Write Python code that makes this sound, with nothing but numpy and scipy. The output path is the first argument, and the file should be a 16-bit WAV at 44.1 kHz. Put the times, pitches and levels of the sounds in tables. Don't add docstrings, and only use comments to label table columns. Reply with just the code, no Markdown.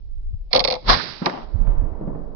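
import sys
import numpy as np
from scipy import signal
from scipy.io import wavfile
from scipy.ndimage import uniform_filter1d

SR = 44100
rng = np.random.default_rng(int(sys.argv[2]) if len(sys.argv) > 2 else 0)


def log_audio(samples):
    frames = np.atleast_2d(samples).T
    limited = np.clip(frames, -1, 1)
    pcm = np.round(limited * 32767).astype(np.int16)
    wavfile.write(sys.argv[1], SR, pcm)


N = 103635
T = np.arange(N) / SR

# f/Hz, level/dB, pan/dB
THUD_SPECTRUM = [(220, 6, 0), (345, -3, -10.5), (550, -22.5, -6), (1310, -13, -16)]
# f/Hz, level/dB, t60/s, pan/dB
PULSE_MODES = [(4090, -6.5, 0.0052, -19), (1182, -15, 0.07, -2), (361.5, -20.5, 0.13, -7)]
# f/Hz, level/dB, pan/dB
CRACK_SPECTRUM = [(1290, 1.5, -22), (2170, 1, -30), (3160, -17, -13.5), (4030, -3.5, -24), (6100, -11, -18)]
# t/s, level/dB
CRACK_ONSETS = [(1.2574, -13), (1.294, -27.5)]
# f/Hz, level/dB, pan/dB
BOOM_SPECTRUM = [(180, 5.5, 2), (350, 1, 1), (490, -2, 4.5), (730, 7.5, 2), (1220, -3, -3), (1550, -15, -9),
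                 (2610, -14, -14)]
# t/s, level/dB
BOOM_ARRIVALS = [(1.258, -16), (1.279, -30), (1.332, -32), (1.373, -32)]
# f/Hz, level/dB, pan/dB
GRASS_SPECTRUM = [(186, 7, 0), (456, -6.5, 5), (774, 1.5, 8), (1190, -7, -0.5), (1940, -17, -11.5),
                  (5410, -24, -10)]
# f/Hz, level/dB
KINDLE_SPECTRUM = [(60, -5), (130, 8.5), (300, -4), (700, -7), (1400, -21.5), (5000, -33)]
# f/Hz, level/dB, pan/dB
FLARE_SPECTRUM = [(35.4, -3, -3.5), (63, 6.5, -1.5), (148, -1.5, 4.5), (430, -12, -1), (780, 1, 11.5),
                  (1160, 3, 7.5), (1370, -6, -5), (2020, -6, -9), (2670, -17, -10.5), (4470, -1.5, -14.5),
                  (6035, -20.5, -9)]
# t/s, level/dB
FLARE_POPS = [(0.8962, -2), (0.901, -5), (0.928, -15.5)]
# f/Hz, level/dB, pan/dB
SPUTTER_SPECTRUM = [(1194, -7, -3), (1740, 0, -18.5), (2185, -20.5, -10)]
# f/Hz, level/dB, pan/dB
FIZZ_SPECTRUM = [(50, -2.5, 1.5), (154, 2, -8), (700, -3, 1), (1900, -1.5, -15), (3040, -7, -12.5),
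                 (4300, 2, -18), (5402, 1.5, -16.5), (5780, -54, -12.5)]
# t/s, relative tick level/dB, relative knock level/dB
LOCK_IMPACTS = [(0.5298, -4, -12), (0.5454, -12, -8.5), (.549, -7.5, -7), (0.56, -4, -13),
                (0.5725, -14, -13.5), (0.5926, -9, -16), (.602, -10.5, -17.5), (.639, -12, -14),
                (0.648, -9, -21.5), (0.6742, -12.5, -17.5), (.682, -15, -25.5), (0.701, -14, -21),
                (0.709, -15.5, -25.5), (.723, -15, -20), (0.738, -19.5, -26), (0.751, -26, -27.5),
                (0.757, -33.5, -29.5)]
# f/Hz, level/dB, pan/dB
TICK_SPECTRUM = [(1640, -22.5, -8), (2345, 1, -5.5), (3000, -19, -11.5), (3510, -2, -10.5),
                 (4680, -0.5, -13), (5900, -14.5, -4)]
# f/Hz, level/dB, pan/dB
KNOCK_SPECTRUM = [(170, -4, 3), (410, -16, 3.5), (522, 3.5, 2.5), (712.5, 3.5, 7), (867, -5, 10.5),
                  (1100, -7, 6), (1490, -18, 2.5)]
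# f/Hz, level/dB, t60/s, pan/dB
WOOD_MODES = [(508, -14.5, 0.13, 5), (735, -21, .08, 11), (845, -23.5, .11, 8)]
# f/Hz, level/dB, t60/s, pan/dB
METAL_MODES = [(2580, -30, 0.023, -7), (3640, -22, 0.075, -0.5), (4364, -2.5, 0.023, -20),
               (4920, -21, 0.05, -15.5)]
# f/Hz, level/dB, pan/dB
ROLL_SPECTRUM = [(70, -14, -2), (202.4, -4, -2.5), (700, -3, 4), (1200, -11.5, 4.5), (1590, -15.5, -15.5),
                 (2400, -24.5, -14.5), (5500, -27, -4)]
# t/s, level/dB
ROLL_ENVELOPE = [(1.3, -41), (1.55, -45), (1.657, -37.5), (1.672, -35), (1.9, -36.5), (2.18, -34),
                 (2.35, -38.5)]
# f/Hz, level/dB, pan/dB
ECHO_SPECTRUM = [(59.8, -13, 2.5), (141.4, 2.5, 0), (239, -2.5, -0.5), (404, -9, 0.5), (700, -16, -2.5),
                 (1310, -35, -20), (2500, -59.5, -14)]
# t/s, level/dB, tilt/(dB per octave)
ECHO_ARRIVALS = [(1.669, -46.5, 10.5), (1.816, -43, 4.5), (2.012, -28.5, 0.5), (2.075, -26.5, 1.5),
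                 (2.149, -33, 3)]
# f/Hz, level/dB
WIND_SPECTRUM = [(20, 2.5), (32, 5.5), (55, -7), (100, -24.5), (200, -44), (400, -70.5)]
# t/s, level/dB
LEFT_WIND = [(0, -43), (.33, -21.5), (.5, -35.5), (.8, -36.5), (1.05, -48.5), (1.58, -47.5), (1.71, -23.5),
             (1.8, -27), (1.94, -48), (2.35, -50.5)]
# t/s, level/dB
RIGHT_WIND = [(0, -31), (.33, -25), (.48, -39), (.8, -41.5), (1.34, -58), (1.41, -37.5), (1.53, -29.5),
              (1.58, -13.5), (1.8, -23), (1.97, -26.5), (2.35, -27)]
# t/s, level/dB
RIGHT_GUSTS = [(1.548, -8), (1.614, -11), (1.68, -9.5), (1.773, -13.5), (1.83, -8.5), (1.915, -16.5)]
# f/Hz, level/dB
AMBIENT_SPECTRUM = [(60, 3), (400, -15.5), (800, -23.5), (1300, -38.5), (5200, -33)]

SHOT_S = 1.259


def shot():
    thud = swell(1.219, rise=0.0061, hold=0.011, t60=0.026)
    times, crack_db = np.transpose(CRACK_ONSETS)
    booms = sum(from_db(db) * swell(t, rise=0.026, hold=0.0055, t60=0.059) for t, db in BOOM_ARRIVALS)
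    scatter = swell(SHOT_S, rise=0.15, hold=0.18, t60=0.083, sag=60 / 0.76)
    return (from_db(-20) * band_noise(THUD_SPECTRUM, lambda hz: thud)
            + struck(PULSE_MODES, np.array([SHOT_S]), 0)
            + band_noise(CRACK_SPECTRUM, lambda hz: decays(times + lag(hz), crack_db, t60=0.04))
            + band_noise(BOOM_SPECTRUM, lambda hz: np.interp(T - lag(hz), T, booms))
            + from_db(-26) * band_noise(GRASS_SPECTRUM, lambda hz: scatter))


def priming():
    flare_s, rise_s, hold_s = 0.8929, 0.073, 0.048
    kindle = swell(0.895, rise=0.22, hold=hold_s, t60=0.35)
    flame = from_db(-11.5) * swell(flare_s, rise_s, hold=hold_s, t60=0.1, sag=70)
    pops = decays(*np.transpose(FLARE_POPS), t60=0.036)
    flare = np.hypot(flame, pops)
    sputter = swell(1, rise_s, t60=0.072)
    fizz = swell(flare_s, rise_s, t60=0.82)
    return (from_db(-28.5) * band_noise(KINDLE_SPECTRUM, lambda hz: kindle)
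            + band_noise(FLARE_SPECTRUM, lambda hz: np.interp(T - 0.16 * lag(hz), T, flare), 0.15)
            + pressure_swing(0.904, db=-15.5, hz=34.8, width_s=0.027)
            + from_db(-22.5) * band_noise(SPUTTER_SPECTRUM, lambda hz: sputter)
            + from_db(-19) * band_noise(FIZZ_SPECTRUM, lambda hz: fizz, correlation=0.07))


def lock():
    times, tick_db, knock_db = np.transpose(LOCK_IMPACTS)
    swing = from_db(-42) * swell(0.514, rise=0.025, hold=0.014, t60=0.025)
    shimmer = from_db(-41.5) * decays(times, tick_db, t60=0.95) + swing
    ticks = lambda hz: decays(times + lag(hz), tick_db - 3.5, t60=0.025)
    knocks = lambda hz: decays(times + lag(hz), knock_db - 2, t60=0.071)
    knock_rise = int(0.003 * SR)
    return (band_noise(TICK_SPECTRUM, lambda hz: ticks(hz) + shimmer)
            + band_noise(KNOCK_SPECTRUM, lambda hz: uniform_filter1d(knocks(hz), knock_rise) + shimmer)
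            + struck(WOOD_MODES, times, 0.57 * knock_db)
            + struck(METAL_MODES, times, tick_db))


def tree_line():
    loss_db_per_khz_s, pivot_hz, rise_s = 11.5, 198, 0.0086
    roll = contour(ROLL_ENVELOPE) * swell(SHOT_S, rise=0.022, hold=T[-1], t60=1)
    travel_s = np.maximum(T - SHOT_S, 0)
    absorbed_roll = lambda hz: roll * from_db(-loss_db_per_khz_s * travel_s * hz / 1000)
    times, db, tilt = np.transpose(ECHO_ARRIVALS)
    bursts = np.array([swell(t, rise_s, t60=0.14) for t in times])
    tails = from_db(-9.5) * np.array([swell(t, rise_s, t60=1.28) for t in times])
    echoes = lambda hz: np.sqrt(from_db(db + tilt * np.log2(hz / pivot_hz)) ** 2 @ (bursts + tails) ** 2)
    return band_noise(ROLL_SPECTRUM, absorbed_roll) + band_noise(ECHO_SPECTRUM, echoes)


def wind():
    knee_db, corner_hz = -27.5, 45
    gusts = sum(from_db(db) * swell(t, rise=0.043, t60=0.2) for t, db in RIGHT_GUSTS)
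    port_db = 20 * np.log10([contour(LEFT_WIND), np.hypot(contour(RIGHT_WIND), gusts)])
    tilt = np.maximum(0.59 * (port_db - knee_db), -6.5)
    rumble = lambda hz: from_db(port_db + tilt * np.clip(np.log2(hz / corner_hz), 0, 2))
    left_bump = pressure_swing(0.341, db=-19.5, hz=86, width_s=0.0067) * np.array([[1], [0]])
    return band_noise(WIND_SPECTRUM, rumble, correlation=0) + left_bump


def quiet_field():
    return from_db(-57.5) * band_noise(AMBIENT_SPECTRUM, lambda hz: 1, correlation=0.043)


def band_noise(spectrum, envelope, correlation=0.43):
    table = np.array(spectrum, float)
    edges = np.r_[np.geomspace(16, 400, 9), np.geomspace(480, 6800, 19)]
    centres = np.sqrt(edges[1:] * edges[:-1])
    at_centres = lambda column: np.interp(np.log(centres), np.log(table[:, 0]), column)
    octaves_outside = np.abs(np.log2(centres / np.clip(centres, table[0, 0], table[-1, 0])))
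    gains = from_db(at_centres(table[:, 1]) - 30 * octaves_outside) * np.sqrt(np.diff(edges))
    gains /= np.linalg.norm(gains)
    pans = at_centres(table[:, 2]) if table.shape[1] > 2 else 0 * centres
    white = rng.standard_normal((2, 2, N + SR // 4))
    mid = np.sqrt((1 + correlation) / 2) * white[:, :1]
    side = np.sqrt((1 - correlation) / 2) * white[:, 1:] * [[1], [-1]]
    out = np.zeros((2, N))
    for k in np.flatnonzero(gains > 1e-4):
        bandpass = signal.butter(3, edges[k:k + 2], "band", fs=SR, output="sos")
        band = signal.sosfilt(bandpass, mid[k % 2] + side[k % 2])[:, -N:]
        band /= band.std(axis=1, keepdims=True)
        out += gains[k] * placed(band * envelope(centres[k]), centres[k], pans[k])
    return out


def struck(modes, times, db):
    strengths = from_db(np.reshape(db, (-1, 1)) + rng.normal(0, 2, (len(times), len(modes))))
    out = 0
    for k, (hz, level_db, t60, pan_db) in enumerate(modes):
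        radius, angle = from_db(-60 / (t60 * SR)), 2 * np.pi * hz / SR
        feedback = [1, -2 * radius * np.cos(angle), radius ** 2]
        blows = impulses(times + lag(hz), strengths[:, k])
        mode = from_db(level_db) * signal.lfilter([0, np.sin(angle)], feedback, blows)
        out = out + placed([mode, mode], hz, pan_db)
    return out


def placed(stereo, hz, pan_db):
    delay_s = np.interp(hz, [350, 900], [0, 0.001])
    gains = from_db(np.array([[pan_db], [-pan_db]]) / 2)
    gains /= np.sqrt(np.mean(gains ** 2))
    return gains * np.array([np.interp(T - delay_s, T, stereo[0]), stereo[1]])


def lag(hz):
    top_hz = 5625
    return 0.003234 * (np.sqrt(top_hz / np.clip(hz, 500, top_hz)) - 1)


def swell(peak_s, rise, t60, hold=0, sag=0):
    t = T - peak_s
    db = 60 * np.minimum(t, 0) / rise - sag * np.clip(t, 0, hold) - 60 * np.maximum(t - hold, 0) / t60
    return from_db(np.maximum(db, -200))


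def decays(times, db, t60):
    retained = from_db(-120 / (t60 * SR))
    energy = signal.lfilter([1], [1, -retained], impulses(times, from_db(db) ** 2))
    return np.sqrt(energy)


def pressure_swing(centre_s, db, hz, width_s):
    t = T - centre_s
    return -from_db(db) * np.cos(2 * np.pi * hz * t) * np.exp(-0.5 * (t / width_s) ** 2)


def impulses(times, sizes):
    return np.bincount((times * SR).astype(int), sizes, N)[:N] + 1e-18


def contour(points):
    return from_db(np.interp(T, *np.transpose(points)))


def from_db(db):
    return 10 ** (np.asarray(db) / 20)


def scene():
    return lock() + priming() + shot() + tree_line() + wind() + quiet_field()


def record(dry):
    treble_edge_hz, cutoff_hz = 5687, 6481
    limited = signal.sosfilt(signal.butter(24, treble_edge_hz, fs=SR, output="sos"), dry)
    rounded = limited / (1 + np.abs(limited) ** 3) ** (1 / 3)
    return signal.sosfilt(signal.butter(8, cutoff_hz, fs=SR, output="sos"), rounded)


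dry = scene()
out = record(dry)
log_audio(out)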